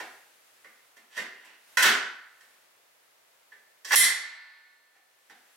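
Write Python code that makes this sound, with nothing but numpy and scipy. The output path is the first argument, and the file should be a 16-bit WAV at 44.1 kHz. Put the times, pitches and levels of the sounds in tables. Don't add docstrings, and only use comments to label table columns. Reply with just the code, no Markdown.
import sys
import numpy as np
from scipy import signal
from scipy.io import wavfile
from scipy.ndimage import uniform_filter1d, minimum_filter1d

SR = 44100
rng = np.random.default_rng(int(sys.argv[2]) if len(sys.argv) > 2 else 0)


def digitize_waveform(pressure):
    field = np.atleast_2d(pressure).T
    bounded = np.clip(field, -1, 1)
    quanta = np.round(bounded * 32767).astype(np.int16)
    wavfile.write(sys.argv[1], SR, quanta)


N = 245362

# (f/Hz, relative density/dB per Hz)
BLOW_SPECTRUM = [(40, -44.5), (90, -28), (130, -22), (170, -19.5), (260, -5), (350, -4), (550, -9),
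                 (900, -10), (1600, -4.5), (2400, -5.5), (4000, -7.5), (7000, -11.5), (11000, -16),
                 (16000, -23)]
# (f/Hz, bandwidth/Hz, emphasis/dB)
SHELL_RESONANCES = [(728, 130, 5.5), (1010, 60, 6), (1410, 89, 1), (1564, 45, 2.5), (1773, 230, 7.5),
                    (1997, 130, 3), (2611, 50, 2.5), (3116, 47, 4), (3356, 39, 4.5), (3670, 30, -3)]
# (f/Hz, level/dB, t60/s)
STEEL_MODES = [(931, -45, 1.7), (1120, -45, 1.6), (1464, -37, 1.7), (1771, -28, 1.8), (1976, -29, 1.3),
               (2030, -7, .63), (2052, -7, .63), (2105, -26, 1.1), (2175, -32, 1.5), (3160, -13, .56),
               (3316, -32, 1.0), (4215, -41, 1.8), (3919, -16, .55), (4307, -20, .58), (4490, -11, .54),
               (6907, -14, .48), (7079, -14, .41), (7318, -13, .43), (8107, -15, .41), (8375, -5, .46),
               (9275, -11, .38), (9825, 1, .32), (10131, -13, .36), (10470, -2, .28), (10729, 0, .31),
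               (11294, -8, .3), (11391, -13, .34), (11843, -11, .3), (12823, -12, .28), (13110, -10, .26)]
# (f/Hz, relative density/dB per Hz)
SHIMMER_SPECTRUM = [(300, -42.5), (900, -9), (1500, -7), (2050, 5.5), (2600, -10), (4400, -6.5),
                    (5500, -34), (12000, -45)]
# (f/Hz, t60/s)
ROOM_T60 = [(100, 0.28), (300, .45), (700, 0.6), (1150, 0.63), (1600, 0.68), (2200, .58), (3200, 0.52),
            (5500, 0.49), (10000, 0.33), (16000, .27)]
# (f/Hz, correlation)
EAR_CORRELATION = [(150, .99), (330, .94), (800, .78), (1700, .63), (3500, .47), (7000, .28), (16000, .3)]
# (f/Hz, relative density/dB per Hz)
HISS_SPECTRUM = [(30, -42), (80, -29), (120, -18), (165, -27), (300, -15.5), (520, -7), (1000, -8.5),
                 (1900, -8.5), (3000, -12), (6000, -16), (12000, -17), (15500, -19.5)]
# (f/Hz, relative density/dB per Hz)
CLOTH_SPECTRUM = [(40, -19.5), (200, -9.5), (1800, 3), (5000, -3.5), (12000, -4.5), (16000, -14)]
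# (middle t/s, level/dB, half length/s)
BODY_SHIFTS = [(0.02, -58, 0.19), (0.552, -66.5, 0.46), (1.757, -59, 0.12), (2.47, -67, 0.2),
               (5.52, -64, 0.39)]
# (t/s, level/dB, weight below 600 Hz/dB, brightness in the treble/dB, struck part f/Hz)
KNOCKS = [(0.0, -35, 0.5, -13.5, 790), (0.644, -48, -2.5, -26, 1900), (0.966, -59.5, 11, 3, 1940),
          (1.447, -59, -1, 4, 2580), (1.886, -23.5, -1.5, -18, 335), (2.406, -59.5, -3, 1, 1600),
          (3.518, -51, -14, -23.5, 1690), (4.244, -43, -9, -31, 2010), (4.951, -56.5, -8, -13, 779),
          (5.297, -47.5, 2.5, -9, 753)]
# (start t/s, length/s, final level/dB, swell/dB, weight/dB, brightness/dB, f/Hz, ring/dB)
SLIDES = [(1.098, .07, -42, 21.5, -13, -4, 3100, -16), (1.335, .18, -56.5, 1, -3.5, -11.5, 2900, 0),
          (3.865, .04, -48.5, 3.5, -18.5, 7, 1750, -28.5), (3.916, .034, -19.5, 4.5, -19, -3, 790, -28.5)]
# (t/s, level/dB, weight/dB, brightness/dB, f/Hz, first gap/s, added brightness of the first touch/dB)
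STOPS = [(1.166, -37, 4, -4, 1904, .0095, -4.5), (1.825, -15.5, -4.5, -2.5, 1384, .012, 10)]
# (t/s, level/dB, weight/dB, brightness/dB, f/Hz, ring/dB)
BLOWS = [(1.7707, -12, -16.5, -5.5, 1530, -13.5), (3.847, -41, -11.5, 1.5, 5400, -30),
         (3.907, -23, -18.5, -18, 1530, -24.5), (3.956, -11, -10.5, 17.5, 10500, 9)]

TIME = np.arange(N) / SR
BAND_EDGES = np.geomspace(28, 17000, 26)
BAND_CENTRES = np.sqrt(BAND_EDGES[1:] * BAND_EDGES[:-1])

HISS_DB, STILL_CLOTH_DB = -63.5, -76
LEFT_DB = -0.67
KNOCK_CHATTER_S, KNOCK_RING_DB = .0052, -10.5
STOP_CHATTER_S, STOP_RING_DB = .004, -6.5
BLOW_CHATTER_S = .004
EDGE_HZ, EDGE_DB = 3150, -4
GAP_GROWTH, REBOUND_LOSS_DB, REBOUND_DULLING_DB = 1.6, 5, 1
STIR_S = .028
LIMIT_DB = -15.5
FAST_RETURN, SLOW_RETURN = 170, 3.5
CUTOFF_HZ = 15950


def from_db(db):
    return 10 ** (np.asarray(db) / 20)


def rms(x):
    return np.sqrt(np.mean(x ** 2) + 1e-20)


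def at_hz(points, hz):
    known_hz, values = np.transpose(points)
    return np.interp(np.log(hz), np.log(known_hz), values)


def noise_bands(spectrum, size, likeness=1):
    white = rng.standard_normal((2, 2, size))
    bands = []
    for k, hz in enumerate(BAND_CENTRES):
        band_pass = signal.butter(2, BAND_EDGES[k:k + 2], "band", fs=SR, output="sos")
        mid, side = signal.sosfilt(band_pass, white[k % 2])
        alike = np.clip(likeness * at_hz(EAR_CORRELATION, hz), 0, 1)
        mid = np.sqrt(1 + alike) * mid
        side = np.sqrt(1 - alike) * side
        bands.append(from_db(at_hz(spectrum, hz)) * np.array([mid + side, mid - side]))
    return np.array(bands)


def resonance(x, hz, width_hz):
    r = np.exp(-np.pi * width_hz / SR)
    zeros = np.array([1, 0, -1]) * (1 - r * r) / 2
    poles = [1, -2 * r * np.cos(2 * np.pi * hz / SR), r * r]
    return signal.lfilter(zeros, poles, x)


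def emphasise(x, hz, width_hz, db):
    return x + (from_db(db) - 1) * resonance(x, hz, width_hz)


def hiss():
    noise = noise_bands(HISS_SPECTRUM, size=N, likeness=0.044).sum(axis=0)
    return from_db(HISS_DB) * noise / rms(noise)


def rustling():
    gain = from_db(STILL_CLOTH_DB)
    for s, db, half_s in BODY_SHIFTS:
        gain = gain + from_db(db) * np.exp(-((TIME - s) / half_s) ** 2)
    return gain


def cloth():
    noise = noise_bands(CLOTH_SPECTRUM, size=N, likeness=0.51).sum(axis=0)
    return rustling() * noise / rms(noise)


def knocks():
    return [(*knock, KNOCK_CHATTER_S, KNOCK_RING_DB) for knock in KNOCKS]


def contact_colour(hz, weight_db, bright_db, low_hz=600, high_hz=4200):
    bass_db = weight_db / (1 + (hz / low_hz) ** 2)
    treble_db = bright_db / (1 + (high_hz / hz) ** 2)
    return bass_db + treble_db


def chatter(length_s, uneven_db=5.5, touch_s=0.0034):
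    t = TIME[:SR // 6]
    occurs = rng.random(len(t)) < 3000 / SR
    rebounds = rng.standard_normal(len(t)) * occurs
    rebounds *= from_db(uneven_db * rng.standard_normal(len(t)))
    rebounds *= np.sqrt(t) * np.exp(-t / length_s)
    force = rebounds / (np.linalg.norm(rebounds) + 1e-12)
    force[0] += touch_s / length_s
    return force / np.linalg.norm(force)


def clacks(contacts, crack_db=-1, crack_s=0.011, part_db=7, part_width=0.2):
    t = TIME[:SR]
    wash = from_db(-60 * t / at_hz(ROOM_T60, BAND_CENTRES)[:, None, None])
    crack = from_db(crack_db) * np.exp(-t / crack_s)
    response = noise_bands(BLOW_SPECTRUM, size=SR) * (wash + crack)
    response /= rms(response.sum(axis=0)[:, :SR // 25])
    out = np.zeros((2, N + 2 * SR))
    for s, db, weight_db, bright_db, part_hz, chatter_s, _ in contacts:
        band_db = db + contact_colour(BAND_CENTRES, weight_db, bright_db)
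        coloured = np.tensordot(from_db(band_db), response, 1)
        force = emphasise(chatter(chatter_s), part_hz, part_width * part_hz, part_db)
        blow = signal.fftconvolve(coloured, force[None], axes=1)
        start = max(round(s * SR), 0)
        out[:, start:start + blow.shape[1]] += blow
    return out[:, :N]


def shell(x, plain_db=-3.0):
    for hz, width_hz, db in SHELL_RESONANCES:
        x = emphasise(x, hz, width_hz, db)
    return from_db(plain_db) * x


def ringing(contacts, echo_db=-1, swell_s=0.0024):
    s, db, _, bright_db, _, _, ring_db = np.transpose(contacts)
    at = np.maximum(np.round(s * SR), 0).astype(int)
    out = np.zeros((2, N))
    knots = np.arange(0, 6, 1 / 120)
    stir_memory = np.exp(-knots[1] / STIR_S)
    for hz, mode_db, t60 in STEEL_MODES:
        hardness_db = contact_colour(hz, 0, bright_db - bright_db.max())
        clicks = np.full(N, 1e-18)
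        clicks[at] = from_db(db + ring_db + mode_db + hardness_db)
        turn = np.exp(2j * np.pi * hz / SR)
        dying = from_db(-60 / (t60 * SR)) * turn
        rising = np.exp(-1 / (swell_s * SR)) * turn
        tone = signal.lfilter([0, dying - rising], [1, -dying - rising, dying * rising], clicks)
        echo = from_db(echo_db) * min(at_hz(ROOM_T60, hz) / t60, 1)
        phase = 2 * np.pi * rng.random()
        apart = rng.choice([-1, 1]) * np.arccos(np.clip(at_hz(EAR_CORRELATION, hz), 0, 1))
        for ear in range(2):
            steps = rng.standard_normal((len(knots), 2)) @ [1, 1j]
            stir = signal.lfilter([1], [1, -stir_memory], steps)
            path = np.exp(1j * (phase + ear * apart)) + echo * stir / rms(abs(stir))
            out[ear] += (tone * np.interp(TIME, knots, path)).real / np.hypot(1, echo)
    return out


def shimmer(contacts, level_db=-24, t60=1.305):
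    s, db, *_, ring_db = np.transpose(contacts)
    at = np.maximum(np.round(s * SR), 0).astype(int)
    clicks = np.zeros((1, N))
    clicks[0, at] = from_db(db + ring_db + level_db)
    noise = noise_bands(SHIMMER_SPECTRUM, size=2 * SR).sum(axis=0)
    glow = noise / rms(noise) * from_db(-60 * TIME[:2 * SR] / t60)
    return signal.fftconvolve(clicks, glow, axes=1)[:, :N]


def slide(s, length_s, db, swell_db, weight_db, bright_db, pitch_hz, ring_db, count=6):
    travel = (np.arange(count) + .5 * rng.random(count)) / count
    rows = []
    for u in travel:
        catch_db = db - swell_db * (1 - u)
        rows.append((s + u * length_s, catch_db, weight_db, bright_db, pitch_hz, length_s / count, ring_db))
    return rows


def rattle(s, db, weight_db, bright_db, pitch_hz, gap_s, edge_bright_db, count=3):
    edge_bright = bright_db + edge_bright_db
    rows = [(s, db + EDGE_DB, weight_db, edge_bright, EDGE_HZ, STOP_CHATTER_S, STOP_RING_DB)]
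    for k in range(count):
        s = s + gap_s * GAP_GROWTH ** k
        struck_hz = EDGE_HZ if k % 2 else pitch_hz
        landing_db = db - k * REBOUND_LOSS_DB
        landing_bright = bright_db - k * REBOUND_DULLING_DB
        rows.append((s, landing_db, weight_db, landing_bright, struck_hz, STOP_CHATTER_S, STOP_RING_DB))
    return rows


def blows():
    return [(*blow, BLOW_CHATTER_S, ring_db) for *blow, ring_db in BLOWS]


def steel_contacts():
    rows = knocks()
    for stroke in SLIDES:
        rows += slide(*stroke)
    for stop in STOPS:
        rows += rattle(*stop)
    return rows + blows()


def scene():
    contacts = steel_contacts()
    rifle = shell(clacks(contacts)) + ringing(contacts) + shimmer(contacts)
    return rifle * from_db([[LEFT_DB], [-LEFT_DB]]) + hiss() + cloth()


def released(over_db, db_per_s):
    fall_db = db_per_s * TIME
    return np.maximum.accumulate(over_db + fall_db) - fall_db


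def gain_control(x, slow_share=0.39):
    power = np.maximum(uniform_filter1d(np.mean(x ** 2, axis=0), size=128), 1e-14)
    over_db = np.maximum(10 * np.log10(power) - LIMIT_DB, 0)
    over_db = -minimum_filter1d(-over_db, size=300)
    fast_db = released(over_db, FAST_RETURN)
    slow_db = released(slow_share * over_db, SLOW_RETURN)
    duck_db = np.maximum(fast_db, slow_db)
    return x * from_db(-uniform_filter1d(duck_db, size=48))


def record(dry):
    low_pass = signal.ellip(12, .1, 80, CUTOFF_HZ, fs=SR, output="sos")
    return signal.sosfilt(low_pass, gain_control(dry))


dry = scene()
out = record(dry)
digitize_waveform(out)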